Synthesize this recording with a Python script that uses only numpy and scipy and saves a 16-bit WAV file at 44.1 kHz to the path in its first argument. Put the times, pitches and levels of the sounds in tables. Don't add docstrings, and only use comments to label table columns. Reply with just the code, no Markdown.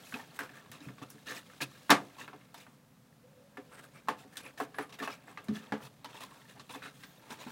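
import sys
import numpy as np
from scipy import signal
from scipy.fft import rfft, irfft, next_fast_len
from scipy.io import wavfile

SR = 44100
rng = np.random.default_rng(int(sys.argv[2]) if len(sys.argv) > 2 else 0)


def transcribe(signal):
    frames = np.atleast_2d(signal).T
    limited = np.clip(frames, -1, 1)
    pcm = np.round(limited * 32767).astype(np.int16)
    wavfile.write(sys.argv[1], SR, pcm)


def linear_from_db(decibels):
    return 10 ** (np.asarray(decibels, float) / 20)


N = 331191

# frequency in Hz, level in dB, t60 in seconds.
AIR_MODES = [(256.7, 1, 0.048), (283.4, -1.5, 0.12), (356, -12, 0.11), (419.9, -4.5, 0.1),
             (516.3, -13, 0.13), (724.4, -10, 0.11)]
# frequency in Hz, level in dB, t60 in seconds.
PANEL_MODES = [(710.7, -6.5, 0.34), (893, -4, 0.08), (955, -17.5, 0.054), (1120, -2.5, 0.071),
               (1280, -27.5, 0.61), (1322, -4, 0.024), (1340, -17, 0.0637), (1373, -20, 0.69),
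               (1632, -4, 0.034), (1638, -7.5, 0.1143), (1770, -1.5, 0.075), (2200, -42.5, 0.122),
               (2116, -10.5, 0.037), (2650, -6.5, 0.042)]
# frequency in Hz, level in dB, t60 in seconds.
EDGE_MODES = [(3150, 8, 0.063), (3600, 5.5, 0.2), (3840, 13, 0.033), (4090, 15, 0.032), (3997, -10, 0.19),
              (4410, -13.5, 0.2), (5845, -39, 0.0642), (6150, -17.5, 0.093)]


def knocks():
    # start in seconds, blow in dB, loudest panel in Hz,
    # edge in dB and crack in dB, both relative to the blow.
    snips = [(0.39, -30, 1594, -2, -5), (0.716, -45, 1760, 7.5, 6), (0.804, -52, 1790, 6, -15),
             (0.982, -47.5, 1140, -1, -24), (1.102, -52.5, 1460, -13, 13.5), (1.617, -48, 2670, 26, 5),
             (1.9033, -10.5, 1280, 6.5, -7.5), (2.543, -43, 934, 3.5, -1), (4.074, -43, 980, -8, -20),
             (4.085, -19.5, 1074, -12, -15), (4.356, -46, 1760, -9, -3), (4.3698, -41, 1540, 13.5, 6),
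             (4.576, -47, 1770, 9, -18), (4.744, -42, 1690, -3, -30), (4.925, -49.5, 915, 14.5, -14),
             (5.026, -32.5, 1120, -4, -18), (5.374, -37.5, 1173, -3, -32), (5.443, -56.5, 711, -12, 9),
             (5.484, -39.5, 1230, 4.5, -13), (5.557, -46, 1750, 11, -12), (6.045, -39, 880, 8.5, -6),
             (6.596, -44, 880, 8, -21), (7.035, -43, 1590, 8, -8), (7.305, -42.5, 920, 11.5, -9)]
    # start in seconds, blow in dB, loudest panel in Hz,
    # box air in dB relative to the blow.
    slaps = [(0.885, -42.5, 1340, -8), (1.016, -43, 550, -2), (1.142, -59, 1590, 4),
             (1.306, -35.5, 1820, -16), (1.498, -48, 1330, -31), (1.605, -31, 1690, -9),
             (1.895, -18.5, 1096, -2), (1.91, -9.5, 1120, -13.5), (2.212, -45, 1730, -16),
             (2.216, -46, 2660, -14), (2.331, -41, 750, -8.5), (2.41, -53, 2130, -19),
             (5.28, -46.5, 1090, -10), (5.722, -23, 847, -10), (6.749, -38, 890, -6),
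             (7.467, -40.5, 855, -23)]
    # start in seconds, blow in dB, loudest panel in Hz,
    # box air in dB relative to the blow.
    pops = [(0.123, -38, 1513, -11), (0.141, -33, 2450, -9), (0.406, -32, 1530, -11.5),
            (0.492, -44.5, 1780, -8), (2.278, -37, 1385, -22), (2.277, -53, 2500, -24.5),
            (2.666, -47, 1038, -14.5), (3.571, -37, 1188, -3.5), (4.24, -51.5, 600, 0),
            (4.6016, -25.5, 755, -8.5), (4.785, -26, 780, -9.5), (5.001, -33, 1740, -3.5),
            (5.075, -27, 1095, -18), (5.804, -43.5, 860, -9), (6.861, -42, 1486, -12.5)]
    snip_air_db = -16.5
    slap_edge_db, slap_crack_db = -14.5, -29
    pop_edge_db, pop_crack_db = -33, -16
    blows = [(s, db, hz, snip_air_db, edge, crack) for s, db, hz, edge, crack in snips]
    blows += [(*row, slap_edge_db, slap_crack_db) for row in slaps]
    blows += [(*row, pop_edge_db, pop_crack_db) for row in pops]

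    t, out = np.arange(12000) / SR, np.zeros(N + 12000)
    held = 1 / (1 + (t / 0.05) ** 4)
    luck = rng.standard_normal((len(blows), 3, 48))
    for (s, blow_db, hz, air_db, edge_db, crack_db), u in zip(blows, luck):
        x = linear_from_db(-3.5) * ring(PANEL_MODES, t, u[0], 4.1, 0.00051, hz)
        x += linear_from_db(-4.5) * burst(t, 0.63 * hz, 1.56 * hz, 0.077) * (1 - np.exp(-t / 0.00061))
        x += linear_from_db(-7.5) * burst(t, 250, 1960, 0.18)
        x += 0.7 * np.sin(2.6 * np.pi * hz * t) * np.exp(-t * hz / 1.4)
        x += linear_from_db(-8.0) * np.sin(2 * np.pi * hz * t) * linear_from_db(-60 * t / 0.071) * (1 - np.exp(-t / 0.0014))
        x += linear_from_db(air_db + 3) * held * ring(AIR_MODES, t, u[1], 1.5, 0.022)
        folds = linear_from_db(-13.5) * ring(EDGE_MODES, t, u[2], 2.8, 0.00046)
        folds += linear_from_db(-9.0) * burst(t, 1300, 5580, 0.12)
        x += linear_from_db(edge_db) * folds
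        crack = 0.9 * burst(t, 7000, 15800, 0.012)
        crack += 0.34 * burst(t, 4500, 11000, 0.17)
        crack += 0.2 * np.diff(burst(t, 9000, 15800, 0.08), prepend=0)
        x += linear_from_db(crack_db) * crack
        out[round(s * SR):][:len(t)] += linear_from_db(blow_db) * x
    return out[:N]


def ring(modes, t, luck, spread_db, rise, near_hz=None):
    hz, db, t60 = np.transpose(modes)[:, :, None]
    t60 = np.minimum(t60, 0.15)
    strength, detune, phase = luck[:3 * len(modes)].reshape(3, -1, 1)
    if near_hz:
        db = db - 9 * abs(np.log2(hz / near_hz))
    wave = np.sin(2 * np.pi * (hz * (1 + 0.018 * detune) * t + phase))
    x = (linear_from_db(db + spread_db * strength - 60 * t / t60) * wave).sum(0)
    x = x * (1 - np.exp(-(t / rise) ** 2))
    return x / abs(x).max()


def burst(t, lo_hz, hi_hz, t60):
    x = band(rng.standard_normal(len(t)), lo_hz, hi_hz) * linear_from_db(-60 * t / t60)
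    return x / abs(x).max()


def thumps():
    # start in seconds, peak in dB, frequency in Hz, t60 in seconds.
    bumps = [(0.135, -39.5, 244, 0.1), (0.693, -54, 113, 0.29), (0.862, -44, 127.5, 0.27),
             (.806, -49.5, 290, 0.17), (.862, -48, 288, 0.11), (1.018, -46, 290, .1),
             (1.011, -53, 126, 0.28), (1.144, -47, 213, 0.054), (1.613, -46, 136, 0.22),
             (1.895, -31.5, 204, 0.37), (4.085, -56, 201, 0.35), (4.091, -42, 288.6, 0.17),
             (5.491, -33.5, 274, 0.13), (5.5, -44, 418.6, 0.23), (5.009, -47, 216, 0.14),
             (5.485, -29, 214.4, 0.2), (5.558, -45, 190, 0.1), (5.721, -33, 213.5, 0.15),
             (5.828, -52, 136, 0.19), (6.483, -65, 130, 0.2), (6.592, -55, 126.5, 0.24),
             (7.303, -46.5, 244, 0.082), (7.463, -41.5, 240, 0.089)]
    t, out = np.arange(12000) / SR, np.zeros(N + 12000)
    for s, db, hz, t60 in bumps:
        push = np.sin(2 * np.pi * hz * t) * linear_from_db(-60 * t / t60) * (1 - np.exp(-(t / 0.0045) ** 2))
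        push = push / abs(push).max()
        push += linear_from_db(-2.0) * burst(t, 124, 253, t60) * np.minimum(t / 0.0028, 1)
        out[round(s * SR):][:len(t)] += linear_from_db(db) * push
    return out[:N]


def ticks():
    # start in seconds, peak in dB, frequency
    # in Hz, t60 in seconds.
    card_ticks = [(.0697, -50, 2560, .03), (0.195, -44, 1800, 0.036), (.194, -42, 900, .08),
                  (0.141, -29, 2570, 0.025), (.535, -50, 1600, .03), (.66, -55, 1090, .04),
                  (0.752, -50, 2550, .03), (1.182, -51, 1730, .03), (1.275, -39, 1690, .04),
                  (1.285, -43, 3750, .04), (1.296, -39, 1800, .03), (1.307, -31.5, 1780, 0.022),
                  (1.307, -45, 3900, .03), (1.317, -45, 1800, .01), (1.378, -37, 1800, .012),
                  (2.279, -34, 1700, .008), (2.667, -48, 1490, 0.013), (5, -37, 1790, .015),
                  (5.024, -33, 1150, .06), (5.034, -34, 1190, .05), (5.036, -37.5, 2880, .03),
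                  (5.051, -43, 2580, .05), (5.075, -24, 1700, .006), (5.077, -38, 2640, .05),
                  (5.102, -38, 1280, .04), (5.115, -47, 5180, .04), (5.121, -43, 2900, .015),
                  (5.126, -45, 2320, 0.069), (5.3742, -26.5, 1980, .006), (6.056, -41.5, 957, 0.075),
                  (6.059, -42, 3020, 0.018), (6.218, -42, 1900, .02), (6.32, -47.5, 1070, 0.063),
                  (6.4165, -53, 1860, .03), (6.454, -52, 1800, 0.034), (6.512, -51, 1700, .02),
                  (6.565, -58, 904, 0.027), (6.718, -46, 3500, .02), (6.746, -42, 3600, .015),
                  (6.8214, -36.5, 1720, 0.012), (6.837, -37, 2600, .006), (6.841, -34, 1800, .006),
                  (6.852, -39, 1750, 0.014), (6.8605, -34, 1500, 0.009), (6.871, -38, 1290, 0.0091),
                  (7.0352, -39, 2010, .008),
                  (.124, -38, 1550, 0.027), (.391, -32, 1582, .05), (0.407, -36, 1600, .01),
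                   (.887, -47, 2200, .02), (1.428, -49, 1510, 0.011), (1.498, -47, 1900, .012),
                   (1.535, -46, 1500, .015), (1.6209, -25.5, 2540, 0.014), (1.622, -36, 2536, 0.093),
                   (1.717, -50, 1190, .02), (1.81, -53, 1100, .02), (2.096, -50, 1140, 0.018),
                   (2.168, -48, 888, 0.026), (2.184, -44, 1092, 0.064), (2.213, -41, 1800, .03),
                   (2.213, -43, 2700, .03), (2.279, -49.5, 2600, 0.035), (2.411, -53, 1900, .012),
                   (2.548, -52, 3680, 0.049), (2.968, -59.5, 1180, 0.019), (3.106, -60, 703, .03),
                   (3.127, -57, 1750, 0.017), (4.236, -49, 1900, .015), (4.37, -38.5, 3460, .04),
                   (4.578, -46, 1770, .03), (4.786, -24.5, 1780, 0.0087), (5.282, -43, 1500, .01),
                   (5.326, -44, 1105, .015), (5.374, -38.5, 1190, .05), (5.385, -44, 2630, 0.041),
                   (5.485, -47, 4250, 0.017), (5.556, -43, 3380, 0.045), (5.569, -37.5, 1755, 0.023),
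                   (5.67, -48, 3300, .012), (5.827, -45, 3030, .01), (6.739, -46, 3460, .02),
                   (6.756, -43, 1010, 0.036), (.165, -43, 900, 0.077), (.805, -53, 3890, .04),
                   (.823, -51, 2600, .015), (.983, -44, 2400, .006), (1.102, -50, 5600, .03),
                   (7.176, -57, 3700, .04), (7.504, -40, 1500, .012), (3.2, -60, 1500, 0.017),
                   (3.33, -60, 1710, .015)]
    t, out = np.arange(4000) / SR, np.zeros(N + 4000)
    for s, db, hz, t60 in card_ticks:
        wave = np.sin(2 * np.pi * hz * t)
        wave += linear_from_db(-10.0) * np.sin(2 * np.pi * 1.58 * hz * t) * linear_from_db(-60 * t / t60)
        out[round(s * SR):][:len(t)] -= linear_from_db(db - 60 * t / t60) * wave * (1 - np.exp(-t * hz / 0.41))
    return out[:N]


def rubbing():
    # time in seconds, pressure in dB, speed in dB.
    strokes = [(0.0, -55, -2), (0.65, -58, -7.5), (0.98, -63, -1), (1.99, -62, 4.5), (2.11, -58, -5),
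               (2.8, -73.5, -2.5), (3.24, -74.5, -2.5), (3.79, -63.5, -2.5), (4.04, -67.5, -1.5),
               (4.91, -62, -6), (5.29, -59.5, -9), (5.69, -54, -11), (5.83, -73.5, 10.5),
               (6.09, -60, -14.5), (6.21, -63, 1), (7.01, -70.5, 5), (7.26, -58.5, -6.5), (7.51, -51, -2.5)]
    # start in seconds, length in seconds,
    # panel in dB, loudest panel in Hz, hiss in dB relative to the panel.
    crunches = [(0.723, 0.072, -50, 1100, -14), (1.021, 0.034, -45, 1140, -16.5),
                (1.26, 0.11, -42, 1800, -10), (1.348, 0.067, -44, 1830, -8), (1.48, 0.14, -62, 1240, -15),
                (1.612, 0.041, -34.5, 2600, -7), (1.723, 0.096, -57.5, 1710, -25),
                (2.17, 0.11, -46, 980, -11.5), (2.558, 0.11, -54, 2380, -6.5),
                (4.172, 0.092, -56.5, 745, -8), (4.928, 0.047, -49.5, 2650, -13),
                (5.02, 0.066, -40, 1180, -13), (5.076, 0.11, -48, 2520, -11), (5.528, 0.1, -49, 1800, -9.5),
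                (5.614, 0.073, -54, 1280, -14), (5.814, 0.087, -49, 940, -9.5),
                (6.087, 0.053, -51, 960, -14.5), (6.128, 0.099, -47, 960, -13.5),
                (6.482, 0.064, -52.5, 1770, -12), (6.734, 0.054, -45.5, 1020, -11),
                (6.992, 0.086, -57, 1520, -7.5), (7.391, 0.07, -44.5, 1030, -13.5)]
    # start in seconds, length in seconds, panel in dB,
    # loudest panel in Hz, hiss in dB relative to the panel.
    brushes = [(0.122, 0.15, -44.5, 840, -27), (0.346, 0.047, -54.5, 775, -3), (0.4, 0.089, -43, 1470, -16),
               (0.534, 0.093, -49, 1720, -14.5), (0.804, 0.12, -51.5, 2480, -11.5),
               (1.098, 0.03, -73, 1530, 8), (2.642, 0.16, -64, 1040, -10.5), (3.713, 0.078, -48, 1415, -19),
               (3.776, 0.048, -48, 1870, -15.5), (3.827, 0.05, -51, 1540, -11.5),
               (3.94, 0.083, -52, 2320, -15.5), (4.328, 0.028, -54, 1808, -9),
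               (4.406, 0.015, -47, 2400, -11), (4.421, 0.11, -45.5, 2470, -17),
               (4.587, 0.086, -49.5, 745, -6.5), (4.744, 0.086, -51, 1680, -25),
               (4.785, 0.088, -43.5, 1870, -17.5), (5.268, 0.083, -49.5, 770, -15),
               (0.0, 0.27, -66.5, 2480, 9), (6.265, 0.22, -53, 930, -16.5), (6.552, 0.059, -53, 830, -32),
               (7.198, 0.21, -56, 910, -14), (7.297, 0.072, -44, 950, -12), (7.475, 0.058, -46, 930, -18),
               (6.709, 0.04, -55, 1010, -2.5), (7.059, 0.15, -62, 3700, -7.5),
               (6.929, 0.094, -60.5, 3300, -6), (4.183, 0.035, -59, 2600, -12),
               (4.579, .03, -48, 1750, -10.5)]
    # start in seconds, length in seconds,
    # panel in dB, loudest panel in Hz, hiss in dB relative to the panel.
    tears = [
        (4.994, 0.033, -45.5, 1900, -10),
        (6.7, 0.04, -43, 930, -17),
        (6.213, 0.075, -43, 1070, -10.5),
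        (6.83, 0.11, -43, 1490, -16),
        (4.9, .035, -51, 1080, -14),
        (6.782, 0.069, -54, 2500, -20),
        (1.3, 0.11, -53, 1210, -15),
    ]
    crunch_skin_db, brush_skin_db = -9.5, -51
    air_share, rest_db = 0.468, -64.5

    air, panel, skin, hiss = fibres(0.5)
    pressure_db, speed_db = follow(strokes)
    out = linear_from_db(-68 + air_share * (pressure_db - rest_db)) * air
    out += linear_from_db(pressure_db - 9) * panel
    out += linear_from_db(pressure_db + speed_db) * (linear_from_db(-13.5) * skin + linear_from_db(-6.5) * hiss)

    scuffs = [(*row, crunch_skin_db, 0.8) for row in crunches]
    scuffs += [(*row, brush_skin_db, 0.8) for row in brushes]
    scuffs += [(*row, crunch_skin_db, 0.4) for row in tears]
    air, panel, skin, hiss = fibres(0.55)
    lowest, highest = np.log([2550, 3500, 5000]), np.log([2900, 3950, 12000])
    flutes_hz = np.exp(rng.uniform(lowest, highest, (len(scuffs), 3)))
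    for (s, length, db, hz, hiss_db, skin_db, lean), (low, mid, high) in zip(scuffs, flutes_hz):
        part = slice(max(round((s - 0.008) * SR), 0), round((s + length) * SR))
        body = 0.7 * panel[part] + 0.6 * evened(resonate(panel[part], hz, 0.09 * hz))
        body += linear_from_db(-6.0) * air[part]
        flutes = sum(evened(resonate(skin[part], f, 0.035 * f)) for f in (low, mid))
        rasp = 0.7 * skin[part] + 0.55 * flutes
        fizz = 0.9 * hiss[part] + 0.2 * evened(resonate(hiss[part], high, 0.04 * high))
        scuff = body + linear_from_db(skin_db + 1.0) * rasp + linear_from_db(hiss_db + 8.0) * fizz
        out[part] += linear_from_db(db - 7.5) * swell(len(body), lean) * scuff
    return out


def fibres(grit):
    # frequency in Hz, density in dB per Hz.
    skin_colour = [(47, -66), (80, -48.5), (112, 6), (178, -13.5), (283, 0.5), (338, -7), (687, -3),
                   (802, -5), (1070, -2), (2600, -2.5), (5640, -17), (14600, -35.5), (16000, -21.5)]
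    clumps = linear_from_db(3.6 * evened(band(rng.standard_normal(N), 10, 81)))
    snaps = np.zeros(N)
    for hz in np.geomspace(500, 14000, 24):
        t = np.arange(round(32 * SR / hz)) / SR
        struck = rng.exponential(1, N)
        size = linear_from_db(4 * np.minimum(struck, 3.5)) * (rng.random(N) < 60 * clumps / SR)
        grain = np.sin(2 * np.pi * hz * t) * t * hz * np.exp(-t * hz / 3)
        snaps += hz ** 0.7 * signal.oaconvolve(size, grain)[:N]
    drive = grit * evened(snaps) + rng.standard_normal(N) * clumps ** 0.38
    box = evened(sum(linear_from_db(db) * resonate(drive, hz, 4 / t60) for hz, db, t60 in AIR_MODES + PANEL_MODES))
    box += linear_from_db(-8.0) * evened(resonate(drive, 3460, 630))
    folds = sum(linear_from_db(0.5 * db) * resonate(drive, hz, 5 / t60) for hz, db, t60 in EDGE_MODES)
    box += linear_from_db(-14.5) * evened(folds)
    return split(evened(coloured(drive, skin_colour)) + linear_from_db(-3) * evened(box))


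def split(x):
    borders_hz = 550, 2800, 6500
    size = next_fast_len(len(x))
    hz, z = np.fft.rfftfreq(size, 1 / SR), rfft(x, size)
    above = [np.ones_like(hz)]
    above += [1 / (1 + (c / (hz + 1)) ** 6) for c in borders_hz]
    above += [0 * hz]
    return [evened(irfft(z * np.sqrt(a - b), size)[:len(x)]) for a, b in zip(above, above[1:])]


def swell(length, lean=0.61):
    return np.sin(np.pi * np.linspace(0, 1, length) ** lean).clip(0) ** 1.5


def blades():
    # start in seconds, length in seconds, frequency in Hz, level in dB.
    grinds = [
        (3.706, 0.11, 8450, -65.5),
        (3.71, 0.074, 11100, -73),
        (3.783, .05, 8360, -71),
        (3.823, 0.051, 8500, -70),
        (3.83, .03, 9550, -73),
        (3.93, 0.05, 8600, -70),
        (4.364, 0.031, 8500, -50),
        (4.429, 0.075, 10600, -60.5),
        (4.745, 0.15, 10600, -62),
        (5.112, 0.035, 5200, -60),
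    ]
    # time in seconds, frequency in Hz, level in dB.
    squeak = [
        (7, 15700, -75),
        (7.05, 15000, -69),
        (7.1, 14500, -71),
        (7.17, 13700, -79),
        (7.195, 12900, -69),
        (7.21, 12400, -84),
    ]
    catches = rng.standard_normal(N) * (1 + (rng.random(N) < 250 / SR) * 30)
    hz, db = follow(squeak)
    t = np.arange(N) / SR
    sounding = (t > squeak[0][0]) * (t < squeak[-1][0])
    out = sounding * linear_from_db(db) * evened(resonate(rng.standard_normal(N), hz, 70))
    for s, length, hz, db in grinds:
        part = slice(round(s * SR), round((s + length) * SR))
        steel = resonate(resonate(catches[part], hz, 0.1 * hz), hz, 0.16 * hz)
        out[part] += linear_from_db(db) * swell(len(steel)) * evened(steel)
    return out


def pipe():
    # time in seconds, frequency in Hz, level in dB.
    low_tone = [
        (3.2, 499.6, -84.5),
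        (3.25, 498.3, -58.5),
        (3.31, 512, -75),
        (3.4, 500, -60.5),
        (3.46, 500, -80.5),
        (3.68, 494, -74.5),
        (3.86, 492.5, -69),
        (3.92, 502, -88),
    ]
    # time in seconds, frequency in Hz, level in dB.
    high_tone = [
        (3.24, 511, -83.5),
        (3.28, 542.7, -67),
        (3.38, 558, -62),
        (3.5, 559, -70.5),
        (3.68, 559, -67.5),
        (3.8, 558, -69),
        (4.05, 556, -74),
        (4.1, 548.6, -92),
    ]
    out = np.zeros(N)
    for hz, db in (follow(low_tone), follow(high_tone)):
        line = np.sin(2 * np.pi * np.cumsum(hz) / SR)
        out += linear_from_db(db) * (line + 0.64 * evened(resonate(rng.standard_normal(N), hz, 17)))
    return out


def hum():
    # frequency in Hz, density in dB per Hz.
    floor_colour = [(20, -18), (60, -12.5), (95, -9), (135, 2.5), (250, -4.5), (380, -23), (800, -18),
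                    (1700, -22.5), (3000, -27.5), (16000, -32.5)]
    return linear_from_db(-62.5) * evened(coloured(rng.standard_normal(N), floor_colour))


def room(x):
    # frequency in Hz, t60 in seconds.
    decay = [(150, 0.33), (500, 0.35), (2000, 0.15), (6000, 0.067), (14000, 0.069)]
    taps = np.zeros(SR // 2)
    at = np.arange(200, len(taps) - 20, 20)
    taps[at + rng.integers(0, 20, len(at))] = rng.choice([-1., 1.], len(at))
    hz, t, z = signal.stft(taps, SR, nperseg=256)
    tail = signal.istft(z * linear_from_db(-60 * t / read(decay, hz)[:, None]), SR, nperseg=256)[1]
    return signal.fftconvolve(x, tail / np.linalg.norm(tail))[:N]


def evened(x):
    return x / np.sqrt(np.mean(x ** 2) + 1e-20)


def read(points, hz):
    f, value = np.transpose(points)
    return np.interp(np.log(hz + 1), np.log(f + 1), value)


def follow(rows):
    s, *columns = np.transpose(rows)
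    return [np.interp(np.arange(N) / SR, s, c) for c in columns]


def coloured(x, points):
    size = next_fast_len(len(x))
    return irfft(rfft(x, size) * linear_from_db(read(points, np.fft.rfftfreq(size, 1 / SR))), size)[:len(x)]


def band(x, lo_hz, hi_hz):
    return signal.sosfilt(signal.butter(2, [lo_hz, hi_hz], "band", fs=SR, output="sos"), x)


def resonate(x, hz, width):
    turn = np.exp(2j * np.pi * np.cumsum(hz * np.ones(len(x))) / SR)
    r = np.exp(-np.pi * width / SR)
    return 2 * (turn * signal.lfilter([1 - r], [1, -r], x / turn)).real


def scene():
    box = knocks() + thumps() + ticks() + rubbing()
    return (box + linear_from_db(-18.0) * room(box) + blades() + pipe() + hum())[None]


def roll_off(x):
    return signal.sosfilt(signal.butter(12, 16660, fs=SR, output="sos"), x)


def record(dry):
    heard = signal.sosfilt(signal.butter(2, 55, "high", fs=SR, output="sos"), dry)
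    limit = signal.firwin(255, 15950, window=("kaiser", 4), fs=SR)
    heard = signal.oaconvolve(heard, limit[None], "same")
    return roll_off(heard)


dry = scene()
out = record(dry)
transcribe(out)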